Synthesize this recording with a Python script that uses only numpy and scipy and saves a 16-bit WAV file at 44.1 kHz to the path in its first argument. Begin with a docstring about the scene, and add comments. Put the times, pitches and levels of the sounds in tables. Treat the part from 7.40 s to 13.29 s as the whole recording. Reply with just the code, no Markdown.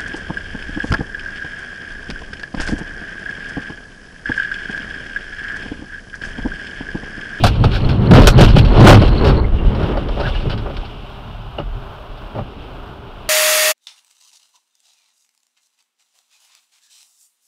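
"""Inside a car braking hard on a wet road, a hard thud and a door boom open the scene; a loose part chirps and
knocks sound; heavier thuds and booms follow from 0.7 s. The car is struck and scraped along its side, jolts on
and rolls to a crawl. Noise drives the resonances of springs, shell, door and panels; coloured clicks grind,
rasp and crack; short tones ring out of the clatter; taps excite the loose part; filtered clicks make the tyres
hiss in the water. The small microphone on the windscreen overloads on the hardest blows."""
import sys
import numpy as np
from scipy import signal
from scipy.fft import rfft, irfft
from scipy.io import wavfile

SR = 44100
rng = np.random.default_rng(int(sys.argv[2]) if len(sys.argv) > 2 else 0)


def output_pcm(signal):
    """Save a mono or channel-first signal as 16-bit PCM at the path in sys.argv[1].

    Samples are clipped to [-1, 1] before scaling.
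    """
    pcm = np.clip(np.atleast_2d(signal).T, -1, 1) * 32767
    wavfile.write(sys.argv[1], SR, np.round(pcm).astype(np.int16))


N = 259749   # length in samples

# All levels are relative mixing levels.
# Shaking of the car: start_s, suspension_db, boom_db, grind_db, rasp_db (above the grinding)
SHAKING_CURVES = [(0.0, -9, -15.5, -30.5, -2), (0.15, -14, -17, -35, -8.5), (0.35, -16.5, -13, -28.5, -9),
                  (0.63, -19.5, -13, -24.5, -16), (0.69, -32, -7.5, -19.5, -12.5), (0.78, -1, 3.5, -3, -12),
                  (0.92, -9.5, -16, -27, -31), (1.02, -6, 0.5, -5, -8), (1.12, -1, -10, -25, -13.5),
                  (1.18, 4, -6, -21.5, -1), (1.23, -9, -13, -22.5, -12), (1.33, -5.5, -16.5, -17, -19),
                  (1.48, -11, 5.5, -1.5, -14), (1.7, -5, -20, -21.5, -14.5), (1.79, -11.5, -17, -19, -16.5),
                  (1.87, -9, -9.5, -16.5, -17.5), (2.1, -12, -19.5, -30, -18),
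                  (2.45, -19.5, -21, -21.5, -18.5), (2.66, -20.5, -27.5, -29, -15), (2.9, -19, -30, -33, 0),
                  (3.1, -18.5, -25.5, -32, -11), (3.5, -32.5, -32.5, -39.5, -5),
                  (3.9, -35, -34.5, -50, 2.5), (4.3, -29, -33, -46, -4.5), (4.7, -37.5, -39, -45.5, -5),
                  (5.2, -32.5, -35, -38, -9.5), (5.6, -37, -40, -43.5, -9.5), (5.89, -35.5, -43, -41.5, -5)]
# Blows on the car: start_s, door_db, crack_db and thump_db (above the door), contact_s
BLOW_EVENTS = [(0.036, 0.5, -5, 0.5, 0.0083), (0.063, -5.5, -1, -15, 0.0065),
               (0.151, -16.5, -11.5, -8, 0.0068), (0.239, -3.5, -11.5, -4, .01),
               (0.315, -32.5, 11, 3, .015), (0.334, -27.5, 8.5, -8, 0.025), (0.353, -19.5, 0, -7, 0.019),
               (0.488, -25, 5.5, -4, 0.017), (0.514, -24, -19, 17.5, 0.0058),
               (0.708, 2, -12.5, 12.5, 0.013), (0.733, 3.5, -12, -6, 0.028), (0.79, -8, -3.5, 5, 0.033),
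               (0.832, -10, -3.5, 0, 0.024), (0.87, 8.5, -6.5, -19, 0.0078), (0.977, 1, -12.5, 7.5, 0.034),
               (1.009, -4.5, 2, 11, 0.0043), (1.036, -9.5, 0, 10.5, 0.015), (1.079, -17, -0.5, -1, 0.025),
               (1.163, 4, -17.5, 6, 0.0021), (1.178, -10.5, 0, -13, 0.011), (1.246, -19, -1, 18, 0.01),
               (1.334, -8, -22, -13, 0.03), (1.365, 0, -22, 2, 0.027), (1.399, -14.5, 2, 20.5, 0.031),
               (1.442, 0, -8.5, -16, .024), (1.469, 15.5, -17, -11, 0.041), (1.52, 4.5, -12, 3.5, 0.031),
               (1.617, -0.5, -18, -8, .006), (1.676, -17, -2, 13.5, 0.0061), (1.749, -27, -11, 17, 0.019),
               (1.842, -7.5, -9.5, 4.5, 0.037), (1.867, -17, 0.5, -5, 0.027),
               (1.892, -3.5, -20, -10, 0.014), (1.948, -21, -12, -3, .008), (2.039, -29, -20, -5, .01),
               (2.349, -15.5, -13, 3, .005), (2.399, -8, -26, -4, 0.017), (2.427, -13, -12.5, 7, 0.0074),
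               (2.487, -14, -40, -19, 0.02), (2.535, -11, -35, -20, .024), (2.57, -5, -20, -14, 0.0029),
               (2.685, -14.5, -12, -16, 0.0054), (2.763, -12.5, -25, -3, 0.035),
               (2.796, -8, -16, -22, 0.017), (2.827, -15, -13.5, 4.5, 0.028),
               (2.863, -14.5, -12, -13, 0.026), (2.949, -20.5, -7, -6, 0.013), (2.999, -22, -8, -15, 0.03),
               (3.053, -19, -36, 12.5, 0.0082), (3.095, -17.5, -5, 0, .022), (3.123, -15.5, -16, -1, 0.016),
               (3.176, -27.5, 2, 7, 0.0066), (3.256, -10.5, -41, -13, 0.016), (3.297, -14.5, -24, -3, .008),
               (3.367, -23.5, -2, -9, 0.005), (3.449, -39.5, 10, 1, .01), (4.182, -9.5, -26, -4, .015),
               (4.774, -47, 10, 3, .006), (4.949, -13, -28, 2.5, 0.0095), (4.973, -13.5, -32, -3, 0.012),
               (4.986, -8.5, -39, -8, 0.0033)]
# Lurches of the car on its springs: peak_s, level_db
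LURCH_EVENTS = [(0.07, -23), (0.46, -10), (0.884, 23.5), (1.06, 13), (1.129, -6), (1.299, 3), (1.519, 15),
                (2.02, -14), (2.14, -2.5), (2.281, 2), (2.68, -16), (3.079, -16), (3.4, -20), (4.28, -29),
                (4.71, -23), (5.2, -32)]
# Single notes that ring out of the clatter: start_s, level_db, pitch_hz
RINGING_NOTES = [(.037, -5, 710), (0.045, -20, 1480), (.064, -13, 790), (.239, -12, 858),
                 (0.238, -14.5, 1286), (2.04, -30.5, 2110), (2.186, -25, 2790), (2.797, -22, 905),
                 (2.81, -36, 2800), (2.83, -20.5, 1510), (2.852, -17.5, 1640), (2.874, -20.5, 1474),
                 (2.92, -33, 3480), (2.937, -30, 2330), (2.945, -27.5, 1690), (2.953, -23, 2840),
                 (3.056, -17, 380), (3.121, -25.5, 3060), (3.432, -29, 800), (4.184, -27.5, 2860),
                 (4.186, -30, 1294)]
# Strongest taps of the loose part: start_s, level_db
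STRONG_TAPS = [(0.417, -29), (0.4462, -23), (0.5267, -26), (0.67, -25), (0.9238, -23), (0.9337, -19),
               (1.2281, -25), (1.5934, -17), (1.659, -29), (1.734, -29), (1.7488, -30), (1.7757, -33),
               (1.7794, -25), (1.9485, -32), (1.9668, -31), (1.996, -30)]
# Its weaker taps, as a curve: start_s, level_db
WEAK_TAPS_CURVE = [(0, -36), (.6, -38.5), (1.2, -29), (1.6, -23.5), (2.0, -30.5), (2.08, -51), (2.2, -91)]

# Resonances of the door: pitch_hz, width_hz, level_db
DOOR_MODES = [(298, 39, 0.5), (390, 113, 1), (567, 49, 8), (699, 170, 2), (767, 89, 6), (962, 163, -7.5)]
# Resonances of the small panels: pitch_hz, width_hz, level_db
PANEL_MODES = [(1132, 235, 2.5), (1344, 550, 3.5), (1555, 330, -2), (1670, 150, -26)]
# Resonances of the body shell: pitch_hz, width_hz, level_db
SHELL_MODES = [(46.3, 30, -10), (104.3, 20.9, 1.5), (133.6, 17.7, 1.5), (192, 63, -8)]
# Wheel-hop resonance of the axle: pitch_hz, width_hz, level_db
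AXLE_MODES = [(33.55, 9.2, 0)]
# Resonances of the loose part: pitch_hz, width_hz, level_db
LOOSE_PART_MODES = [(4120, 300, 0), (4400, 350, -3)]

# Spectrum of the cracking trim: pitch_hz, level_db (per Hz)
CRACK_SPECTRUM = [(880, -25.5), (1500, -1.5), (1940, -17.5), (2540, -8), (3860, -10.5), (4620, -12.5),
                  (5050, -18), (5450, -17), (5910, -39), (9000, -49.5), (11700, -49), (19800, -120)]
# Spectrum of the high treble in hard cracks: pitch_hz, level_db (per Hz)
SNAP_SPECTRUM = [(3500, -41), (5500, 10), (7000, 3), (11000, -2), (14500, -7.5), (16500, -28)]
# Spectrum of the swaying suspension: pitch_hz, level_db (per Hz)
SUSPENSION_SPECTRUM = [(7.1, -9.5), (12, -13.5), (32, -1), (70, -4), (90, -12), (120, -42), (200, -120)]
# Spectrum of the grinding: pitch_hz, level_db (per Hz)
GRIND_SPECTRUM = [(120, -26.5), (200, 0), (435, 0), (497, -7), (567, -5.5), (628, -9.5), (975, -11),
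                  (1760, -22), (2300, -26), (2990, -60), (5060, -120)]
# Spectrum of the rasp above the grinding: pitch_hz, level_db (per Hz)
RASP_SPECTRUM = [(1060, -24), (1800, -12), (2140, -7), (2850, 4.5), (3650, -3), (4210, -12), (5320, -16),
                 (6560, -31), (9000, -29.5), (11700, -38.5), (19800, -120)]
# Spectrum of the wet road inside the cabin: pitch_hz, level_db (per Hz)
WET_ROAD_SPECTRUM = [(120, -32), (200, -39), (222, -5), (243, -34.5), (322, -31), (352, -22), (391, -1.5),
                     (518, -15), (576, -3), (1470, -8.5), (1880, -24), (3070, -19), (6790, -45),
                     (13500, -45)]

BLOW_T60_S = 0.078   # decay of the door; the other parts take multiples of it
PANEL_DB, PANEL_FOLLOWS = -13, 0.17   # panels against the door; share of crack_db that they follow
LURCH_RISE_S, LURCH_T60_S = 0.023, 0.05   # the last 20 dB of the rise; 60 dB of decay
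PING_T60_S, PING_T60_SLOPE = 0.091, -0.096   # at 1 kHz; higher notes die sooner, as pitch to this power
WET_ROAD_DB, WET_SWING_DB = -39.5, 1.5
OVERLOAD, CUTOFF_HZ = .87, 15650   # microphone input: clipping level as amplitude, top of its band


def blows():
    """Each blow booms in the door, crunches in small panels, cracks in the trim and thumps in the shell."""
    s, door_db, crack_db, thump_db, hold_s = np.transpose(BLOW_EVENTS)
    panel_db = door_db + PANEL_DB + PANEL_FOLLOWS * crack_db
    t60_s = np.full(len(s), BLOW_T60_S)

    door_force = grit(2000, 2.73) * contact(s, door_db - 9.5, hold_s, t60_s)
    door = resonate(door_force + strikes(s, door_db + 11), DOOR_MODES)

    panel_force = grit(2500, 5.8) * contact(s, panel_db + 2.0, hold_s, 1.9 * t60_s)
    panel = resonate(panel_force + strikes(s, panel_db + 15.5), PANEL_MODES)

    fits = from_db(1.8 * drift(120))   # the trim gives way in fits
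    crack_force = contact(s, door_db + crack_db - 9.0, hold_s, 1.15 * t60_s)
    crack = colour(grit(9000, 0.66) * fits * crack_force, CRACK_SPECTRUM)

    # the harder the crack, the larger its share of high treble
    snap_force = contact(s, 1.78 * (door_db + crack_db) - 18.5, hold_s, 1.1 * t60_s)
    snap = colour(rng.standard_normal(N) * snap_force, SNAP_SPECTRUM)

    thump_force = contact(s, door_db + thump_db - 8.5, hold_s, 2.33 * t60_s)
    thump = resonate(rng.standard_normal(N) * thump_force, SHELL_MODES[1:])   # without the lowest mode
    return dull(door, 1600) + dull(panel, 2600) + crack + snap + dull(thump, 540)


def contact(s, db, hold_s, t60_s):
    """Force envelopes of all blows: a first jolt, a hold and a decay; they add as powers."""
    power = np.zeros(N)
    for start, level_db, hold, fall in zip(s, db, hold_s, t60_s):
        i = round(start * SR)
        t = np.arange(min(N - i, SR)) / SR
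        fading_db = -60 * np.maximum(t - abs(hold), 0) / max(fall, .005)
        jolt_db = 5.1 * np.exp(-t / 0.00066)
        rise = np.minimum(t / (0.00064 + 0.077 * abs(hold)), 1)   # longer contacts start softer
        power[i:i + len(t)] += (from_db(level_db + fading_db + jolt_db) * rise) ** 2
    return np.sqrt(power)


def strikes(s, db):
    """The first touch of each blow or tap is one single click."""
    clicks = np.zeros(N)
    clicks[np.round(s * SR).astype(int)] = from_db(db)
    return clicks


def shaking():
    """Road and impact shake the springs and the shell; sliding tyres and metal grind and rasp, in lumps."""
    suspension_db, boom_db, grind_db, rasp_db = in_time(SHAKING_CURVES)

    axle = dull(resonate(rng.standard_normal(N), AXLE_MODES), 110)
    sway = colour(rng.standard_normal(N), SUSPENSION_SPECTRUM) + 1.14 * axle
    hop_hz = AXLE_MODES[0][0] * from_db(1.5 * drift(8.02))
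    hop = np.sin(2 * np.pi * np.cumsum(hop_hz) / SR)
    # a lurch sets the wheels hopping
    lurches = np.sqrt(lurching()) * (.5 * sway + 1.14 * hop)
    suspension = 0.67 * from_db(suspension_db) * sway + lurches
    suspension = .75 * np.tanh(suspension / .75)   # the bump stops limit the travel

    shell = dull(resonate(rng.standard_normal(N), SHELL_MODES), 1100)
    boom = from_db(boom_db + 3.1 * drift(9.7)) * shell

    lumps_db = np.clip(0.66 * (grind_db + 41.0), .5, 3.0)   # gentle rolling is smooth, hard sliding lumpy
    grind_gain = from_db(grind_db + .55 * lumps_db * drift(25))
    grind = grind_gain * colour(grit(5000, 3.5), GRIND_SPECTRUM)
    rasp_gain = from_db(grind_db + rasp_db + lumps_db * drift(13.7))
    rasp = rasp_gain * colour(grit(12000, 3.1), RASP_SPECTRUM)
    return suspension + boom + grind + rasp


def lurching():
    """Power of the lurches on the springs: each swells to its peak and dies away; they add as powers."""
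    t, power = np.arange(N) / SR, 0
    for s, db in LURCH_EVENTS:
        slope_db = np.where(t < s, 20 / LURCH_RISE_S, -60 / LURCH_T60_S)   # dB per second
        power = power + from_db(2 * (db + slope_db * (t - s)))
    return power


def notes():
    """Short single tones, roughened by the scraping that sets them off."""
    out, t = np.zeros(N + SR), np.arange(SR // 5) / SR
    for s, db, hz in RINGING_NOTES:
        i = round(s * SR)
        t60_s = PING_T60_S * (hz / 1e3) ** PING_T60_SLOPE
        envelope = from_db(db - 60 * t / t60_s) * np.minimum(t / 0.002, 1)
        out[i:i + len(t)] += envelope * np.sin(2 * np.pi * hz * t)
    return out[:N] * (1 + .7 * drift(250))


def loose_part():
    """A small hard part chatters in its seat, about a hundred uneven taps a second."""
    chatter_db, = in_time(WEAK_TAPS_CURVE)
    turns = np.cumsum(100.0 * from_db(2.9 * drift(40))) / SR
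    ticks = np.diff(np.floor(turns), prepend=0)   # one tap at each full turn
    taps = ticks * from_db(chatter_db + 2.3 * rng.standard_normal(N))
    taps += strikes(*np.transpose(STRONG_TAPS))
    # each tap scrapes for about 6 ms
    scrapes = signal.fftconvolve(taps, np.hanning(SR // 170))[:N] * rng.standard_normal(N)
    band = signal.butter(2, [3750, 4800], "band", fs=SR, output="sos")
    return from_db(-3.5) * signal.sosfilt(band, resonate(scrapes, LOOSE_PART_MODES))


def wet_road():
    """Spray from the tyres and rain on the roof, dense clicks heard through the closed cabin."""
    gain = from_db(WET_ROAD_DB + WET_SWING_DB * drift(2.8))
    return gain * colour(grit(9000, 3.2), WET_ROAD_SPECTRUM)


def grit(per_s, spread_db):
    """Dense clicks of uneven size and random sign, rms 1."""
    sizes = from_db(spread_db * np.minimum(rng.exponential(1, N), 4))
    signed = sizes * rng.choice([-1, 1], N)
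    return rms_one(signed * (rng.random(N) < per_s / SR))


def resonate(x, modes):
    """Parallel resonances with alternating signs; white noise keeps about its rms."""
    out, power = 0, 0
    for k, (hz, width_hz, db) in enumerate(modes):
        r = np.exp(-np.pi * width_hz / SR)   # pole radius
        poles = [1, -2 * r * np.cos(2 * np.pi * hz / SR), r * r]
        one = signal.lfilter([1, 0, -1], poles, x + 1e-18)
        out = out + (-1) ** k * from_db(db) * (1 - r * r) / 2 * one
        power += from_db(2 * db) * np.pi * width_hz / SR
    return out / np.sqrt(power)


def colour(x, spectrum, size=16384):
    """Causal (minimum-phase) filter with the given spectrum; white noise keeps its rms."""
    hz, db = np.transpose(spectrum)
    grid_hz = np.maximum(np.arange(size // 2 + 1) * SR / size, 1)
    log_gain = np.interp(np.log(grid_hz), np.log(hz), db) * np.log(10) / 20
    # folding the cepstrum onto positive times makes the phase minimal
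    cepstrum = irfft(log_gain)
    cepstrum[1:size // 2] *= 2
    cepstrum[size // 2 + 1:] = 0
    response = irfft(np.exp(rfft(cepstrum)))
    return signal.fftconvolve(x, response / np.sqrt(np.sum(response ** 2)))[:N]


def dull(x, cut_hz):
    """A gentle low-pass: the treble above the modes falls away."""
    return signal.sosfilt(signal.butter(2, cut_hz, fs=SR, output="sos"), x)


def drift(rate_hz):
    """Slow random wandering with rms 1: noise low-passed at the rate."""
    r = np.exp(-2 * np.pi * rate_hz / SR)
    noise = rng.standard_normal(N + SR)
    return rms_one(signal.lfilter([1], [1, -2 * r, r * r], noise)[SR:])   # skip the filter's first second


def in_time(rows):
    """Columns of a curve table, one value a sample."""
    s, *columns = np.transpose(rows)
    return [np.interp(np.arange(N) / SR, s, c) for c in columns]


def rms_one(x):
    """Scale to unit rms."""
    return x / np.sqrt(np.mean(x ** 2) + 1e-20)


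def from_db(db):
    """Decibels to gain."""
    return 10 ** (np.asarray(db) / 20)


def scene():
    """All sources at the one microphone on the windscreen."""
    return (shaking() + blows() + loose_part() + notes() + wet_road())[None]


def record(dry):
    """The microphone input clips hard; a small compressed share of the excess is added back; the top is cut."""
    x = dry / OVERLOAD
    clipped = x / (1 + np.abs(x) ** 8.0) ** (1 / 8.0)
    limited = OVERLOAD * (clipped + .097 * np.arcsinh(x - clipped))
    top_cut = signal.ellip(12, .5, 80, CUTOFF_HZ, fs=SR, output="sos")
    return signal.sosfilt(top_cut, limited)


dry = scene()
out = record(dry)
output_pcm(out)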